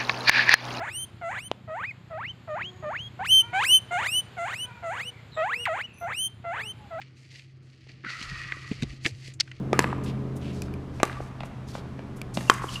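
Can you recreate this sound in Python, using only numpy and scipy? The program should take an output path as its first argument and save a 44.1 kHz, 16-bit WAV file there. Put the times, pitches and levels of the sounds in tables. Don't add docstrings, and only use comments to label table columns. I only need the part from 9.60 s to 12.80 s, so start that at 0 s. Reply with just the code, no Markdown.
import sys
import numpy as np
from scipy import signal
from scipy.fft import rfft, irfft
from scipy.io import wavfile
from scipy.ndimage import uniform_filter1d

SR = 44100
rng = np.random.default_rng(int(sys.argv[2]) if len(sys.argv) > 2 else 0)


def dump_mix(stems):
    frames = np.atleast_2d(stems).T
    limited = np.clip(frames, -1, 1)
    pcm = np.round(limited * 32767).astype(np.int16)
    wavfile.write(sys.argv[1], SR, pcm)


N = 141120
T = np.arange(N) / SR
TOP_HZ = 15400


def amp(db):
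    return 10 ** (np.asarray(db) / 20)


def unit(x):
    return x / np.sqrt(np.mean(x ** 2))


def noise():
    return rng.standard_normal(N)


def fade(t60):
    return np.exp(-np.log(1000) * T / t60)


def band(x, hz, width):
    g = np.tan(np.pi * min(hz, SR / 2 - 2000) / SR)
    k = width / hz
    numerator = [g * k, 0, -g * k]
    denominator = [1 + g * k + g * g, 2 * (g * g - 1), 1 - g * k + g * g]
    return signal.lfilter(numerator, denominator, x)


def soften(x, hz, order=2):
    return signal.sosfilt(signal.butter(order, min(hz, TOP_HZ), fs=SR, output="sos"), x)


def delay(x, s):
    return np.concatenate([np.zeros(max(int(s * SR), 0)), x])[:N]


def walk(rate):
    k = max(int(SR / rate), 1)
    return uniform_filter1d(np.repeat(rng.standard_normal(N // k + 1), k), k)[:N]


def coloured(points):
    hz, db = np.array(points).T
    f = np.maximum(np.fft.rfftfreq(N, 1 / SR), 1)
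    gain = amp(np.interp(np.log(f), np.log(hz), db))
    return unit(irfft(rfft(noise()) * gain, N))


# time_s, firing_hz
ENGINE_PITCH = [(0, 132.7), (.6, 131.2), (1.2, 132.7), (1.55, 128.7), (2.4, 129.8), (2.75, 125.5),
                (3.2, 125.1)]
# time_s, tone_db, lines_and_rumble_db
ENGINE_LEVEL = [(0, 1.5, 4.5), (.45, 2, 4), (.75, 1, 0.5), (1.15, -2, 1), (1.55, -6, -11), (2.0, -9.5, -11),
                (2.25, -3, -6), (2.55, -9.5, -6), (2.8, -2, -7), (3.2, -5.5, -9.5)]
# multiple of the eight-firing cycle, level_db
EXHAUST_LINES = [(5, -43), (11, -44.5), (12, -48.5), (13, -42.5), (17, -47), (19, -59), (25, -52)]
# freq_hz, relative_db
EXHAUST_COLOUR = [(30, -16), (70, -10), (150, -1.5), (280, 2.5), (420, -4), (700, -14), (1500, -34.5),
                  (4000, -54)]
FIRING_DB, RUMBLE_DB = -34, -39.5


def engine():
    time_s, tone_db, rest_db = np.array(ENGINE_LEVEL).T
    firing_hz = np.interp(T, *np.array(ENGINE_PITCH).T)
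    firing = 2 * np.pi * np.cumsum(firing_hz) / SR
    cycle = firing / 8
    tone = amp(FIRING_DB + 1.66 * walk(12)) * np.sqrt(2) * np.sin(firing + 0.027 * walk(27))
    lines = np.zeros(N)
    for multiple, db in EXHAUST_LINES:
        level = amp(db + 3.7 * walk(6.87))
        phase = 0.57 * walk(8.3) + rng.uniform(0, 2 * np.pi)
        lines += level * np.sqrt(2) * np.sin(round(multiple) * cycle + phase)
    rumble = amp(RUMBLE_DB) * coloured(EXHAUST_COLOUR) * (1 + 0.3 * np.sin(firing))
    tone_ride = amp(np.interp(T, time_s, tone_db))
    rest_ride = amp(np.interp(T, time_s, rest_db))
    return tone * tone_ride + (lines + rumble) * rest_ride


# freq_hz, relative_db
AIR_COLOUR = [(15, -55), (25, -3), (137, -0.5), (175, -4), (285, -8), (405, -17), (1070, -18),
              (3720, -34.5), (11600, -51), (14400, -56), (16000, -86)]


def night_air():
    return amp(-40.5) * coloured(AIR_COLOUR)


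KNOCK_WIDTH = 0.99
CRACK_T60_S, CRACK_HZ, CRACK_WIDTH_HZ = 0.015, 5400, 3850
GROUND_LAG_S, GROUND_DB = 0.0025, -16.5
KNOCK_SPREAD_DB, SKIN_SPREAD_DB = 0.5, -10


def impact(modes, knock_db, knock_hz, contact_ms, release_db, ring_db, crack_db, top_hz):
    kick = soften(signal.unit_impulse(N), top_hz, order=1)
    knock = amp(knock_db) * band(kick, knock_hz, KNOCK_WIDTH * knock_hz)
    release = -amp(release_db) * delay(knock, contact_ms / 1000)
    face, *skin_modes = [amp(ring_db + db) * band(kick, hz, width) for hz, width, db in modes]
    skin = sum(skin_modes)
    crack = amp(crack_db) * band(noise() * fade(CRACK_T60_S), CRACK_HZ, CRACK_WIDTH_HZ)
    pock = knock + release + face + skin + crack
    direct = pock + amp(GROUND_DB) * delay(pock, GROUND_LAG_S)
    spread = amp(KNOCK_SPREAD_DB) * knock + amp(SKIN_SPREAD_DB) * skin + face + crack
    return direct, spread


# start_s, knock_db, knock_hz, contact_ms,
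# release_db (relative to the knock), ring_db, crack_db, top_hz, tail_db
IMPACTS = [(0.1306, 19, 350, 0.7, 7, 24.5, -29, 2400, 11.5),
           (0.1919, 28, 443, 1.68, -13.5, 28, -9, 12100, -2),
           (1.4318, 29, 436, 2.264, -9.5, 29.5, -17, 8000, -1),
           (2.8984, 27.5, 404, 1.42, -13, 39.5, -6.5, 11000, -4)]
# mode_hz, width_hz, level_db (on ring_db)
IMPACT_MODES = [
    [(1202, 50, 1), (2230, 53, -14)],
    [(984, 133, 2), (1670, 274, -1), (2520, 130, -6.5), (4350, 1500, -10.5), (7050, 400, -16)],
    [(1155, 47, -0.5), (810, 43, -8.5), (1650, 49, -16), (2670, 53, -15), (3800, 440, -18),
     (6500, 4500, -18)],
    [(1107, 120, -1.5), (1348, 245, -3.5), (1685, 150, -17), (2466, 120, -17.5), (3080, 99, -11),
     (5270, 900, -19.5), (7700, 150, -17.5)],
]


def rally():
    hits, spread, pocks = np.zeros(N), np.zeros(N), []
    for modes, (start_s, *settings, tail_db) in zip(IMPACT_MODES, IMPACTS):
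        pock, around = impact(modes, *settings)
        hits += delay(pock, start_s)
        spread += amp(tail_db) * delay(around, start_s)
        pocks.append(pock)
    return hits, spread, pocks


# arrival_s, level_db (relative to the hit), low_hz, high_hz
WALL_ECHOES = [(0.204, -16, 700, 2980), (0.224, -27.5, 1700, 13200), (0.2428, -10.5, 410, 2690),
               (0.303, -29, 935, 2870), (0.3285, -12, 650, 1390), (1.4531, -21, 2500, 13000),
               (1.497, -16, 1340, 2500), (1.529, -23, 1540, 4300), (1.604, -16.5, 250, 990),
               (2.9159, -17, 593, 1260), (2.9394, -20.5, 6700, 13000), (2.950, -31.5, 795, 1950),
               (3.02, -24, 520, 1090), (3.0419, -15, 252, 925)]


def echoes(pocks):
    out = np.zeros(N)
    for arrival_s, db, low_hz, high_hz in WALL_ECHOES:
        latest = sum(row[0] < arrival_s for row in IMPACTS) - 1
        edges = sorted([low_hz, min(high_hz, TOP_HZ)])
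        wall = signal.butter(3, edges, "band", fs=SR, output="sos")
        out += amp(db) * delay(signal.sosfilt(wall, pocks[latest]), arrival_s)
    return out


TAIL_RISE_S, TAIL_GRAIN_DB = 0.001, 3
# centre_hz, level_db, t60_s (before the source's t60 share)
COURT_TAIL = [(320, -12.5, 0.26), (1006, -11, 1.2), (2160, -9.5, 0.79), (4180, -17.5, 0.39),
              (9450, -15.5, 0.44), (13500, -10.5, 0.26)]


def court(x, t60_share):
    scatter = amp(TAIL_GRAIN_DB * walk(300)) * (1 - np.exp(-T / TAIL_RISE_S))
    response = np.zeros(N)
    for hz, db, t60 in COURT_TAIL:
        envelope = scatter * fade(t60 * t60_share)
        grain = band(band(noise() * envelope, hz, hz), hz, hz)
        response += amp(db) * grain / np.sqrt(np.sum(envelope ** 2))
    return signal.fftconvolve(x, response)[:N]


SCUFF_ATTACK_S, SCUFF_RELEASE_S, SCUFF_GRAIN_DB = 0.016, 0.0088, 2
SCUFF_FALL = 1.05
SCUFF_WIDTH_HZ, SCUFF_CENTRE_HZ = 3900, 5000
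# start_s, length_s, level_db, centre_hz
SOLE_SLIDES = [(0.433, 0.025, -43, 6670), (0.452, 0.065, -45.5, 3060), (0.753, 0.036, -53.5, 8600),
               (0.805, 0.13, -50.5, 2690), (0.92, 0.16, -55.5, 4440), (1.33, 0.27, -59.5, 4530),
               (1.59, .11, -61, 5500), (1.842, 0.033, -55, 6860), (2.069, 0.064, -51.5, 4700),
               (2.127, 0.084, -48.5, 3930), (2.558, 0.029, -50.5, 8000), (2.736, 0.028, -39, 6200),
               (2.756, 0.25, -49, 6000), (3.012, 0.19, -50.5, 6000), (3.086, 0.097, -43.5, 3800)]


def hiss(hz):
    width = SCUFF_WIDTH_HZ * (hz / SCUFF_CENTRE_HZ) ** 2
    return unit(band(band(noise(), hz, width), hz, 4 * hz))


def scuffs():
    out = np.zeros(N)
    for start_s, length_s, db, hz in SOLE_SLIDES:
        swell = np.clip((T - start_s) / SCUFF_ATTACK_S, 0, 1)
        past_end_s = np.maximum(T - start_s - length_s + SCUFF_ATTACK_S, 0)
        envelope = swell * np.exp(-past_end_s / SCUFF_RELEASE_S)
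        slowed = np.clip((T - start_s) / length_s, 0, 1)
        fast, slow = hiss(hz * SCUFF_FALL), hiss(hz / SCUFF_FALL)
        out += amp(db) * envelope * (np.sqrt(1 - slowed) * fast + np.sqrt(slowed) * slow)
    return out * amp(SCUFF_GRAIN_DB * walk(700) + 2 * walk(48))


CLICK_T60_S, CLICK_RING_HZ = 0.012, 2390
# start_s, level_db, ring_db (relative to the tick)
TICKS = [(1.02, -25, 9.5), (1.139, -41, 19), (2.6155, -27.5, 15.5)]


def clicks():
    out = np.zeros(N)
    for start_s, db, ring_db in TICKS:
        tick = noise() * fade(CLICK_T60_S)
        ring = amp(ring_db) * band(tick, CLICK_RING_HZ, 240)
        out += amp(db) * delay(band(tick, 2100, 12000) + ring, start_s)
    return out


THUD_LAG_S, THUD_WIDTH, SLAP_T60_S = 0.001998, 0.34, 0.023
SOLE_HZ, SOLE_WIDTH_HZ, SOLE_DB = 537, 48, -11
THUMP_HZ, THUMP_WIDTH_HZ = 205, 104
# start_s, thud_db, thud_hz, slap_db, slap_hz, thump_db
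FOOTFALLS = [(1.082, -7.5, 885, -42, 1800, -3), (1.4002, 12.5, 650, -31.5, 2360, 3),
             (1.805, 9, 704, -34, 2550, 9), (1.833, 9.5, 653, -36.5, 2270, 9),
             (2.151, 11.5, 555, -29.5, 1430, 13), (2.179, 3, 554, -48, 1110, -9),
             (2.391, 5.5, 590, -39, 1900, -1), (2.614, 2, 510, -52, 2400, 3),
             (2.7716, 18.5, 574, -24.5, 2780, 26), (2.808, -10, 400, -31.5, 1700, 13.5)]


def steps():
    out, kick = np.zeros(N), signal.unit_impulse(N)
    clop = band(band(kick, SOLE_HZ, SOLE_WIDTH_HZ), SOLE_HZ, 2 * SOLE_HZ)
    thump = band(band(kick, THUMP_HZ, THUMP_WIDTH_HZ), THUMP_HZ, 3 * THUMP_HZ)
    for start_s, thud_db, thud_hz, slap_db, slap_hz, thump_db in FOOTFALLS:
        thud = band(band(kick, thud_hz, THUD_WIDTH * thud_hz), thud_hz, 3 * thud_hz)
        thud += amp(SOLE_DB) * clop
        hard_noise = band(band(noise(), slap_hz, 0.5 * slap_hz), slap_hz, 1.06 * slap_hz)
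        slap = amp(slap_db) * unit(hard_noise) * fade(SLAP_T60_S)
        weight = amp(thud_db) * thud + amp(thump_db) * thump
        out += delay(slap - delay(weight, THUD_LAG_S), start_s)
    return out


# start_s, length_s, start_hz, end_hz, level_db
RUBBER_SQUEAKS = [(2.874, 0.027, 2850, 2700, -37), (3.082, 0.017, 3350, 2770, -33.5),
                  (3.156, 0.0088, 2930, 2840, -24)]


def squeaks():
    out = np.zeros(N)
    for start_s, length_s, start_hz, end_hz, db in RUBBER_SQUEAKS:
        progress = np.clip((T - start_s) / length_s, 0, 1)
        glide = start_hz + (end_hz - start_hz) * progress
        hz = glide * (1 + 0.028 * walk(900))
        out += amp(db) * np.sin(np.pi * progress) * np.sin(2 * np.pi * np.cumsum(hz) / SR)
    return out


SHOE_TAIL_DB, SHOE_T60_SHARE = 6, 0.92


def scene():
    background = engine() + night_air()
    hits, spread, pocks = rally()
    shoes = scuffs() + steps() + squeaks()
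    tail = court(spread, 1) + amp(SHOE_TAIL_DB) * court(shoes, SHOE_T60_SHARE)
    return (background + hits + echoes(pocks) + tail + shoes + clicks())[None]


DRIVE_DB, MIC_TOP_HZ = -1.5, 12800


def record(dry):
    clipped = np.clip(dry * amp(DRIVE_DB), -1, 1)
    rolled_off = soften(clipped, MIC_TOP_HZ)
    steep_cut = signal.ellip(8, .2, 80, TOP_HZ, fs=SR, output="sos")
    return signal.sosfilt(steep_cut, rolled_off)


dry = scene()
out = record(dry)
dump_mix(out)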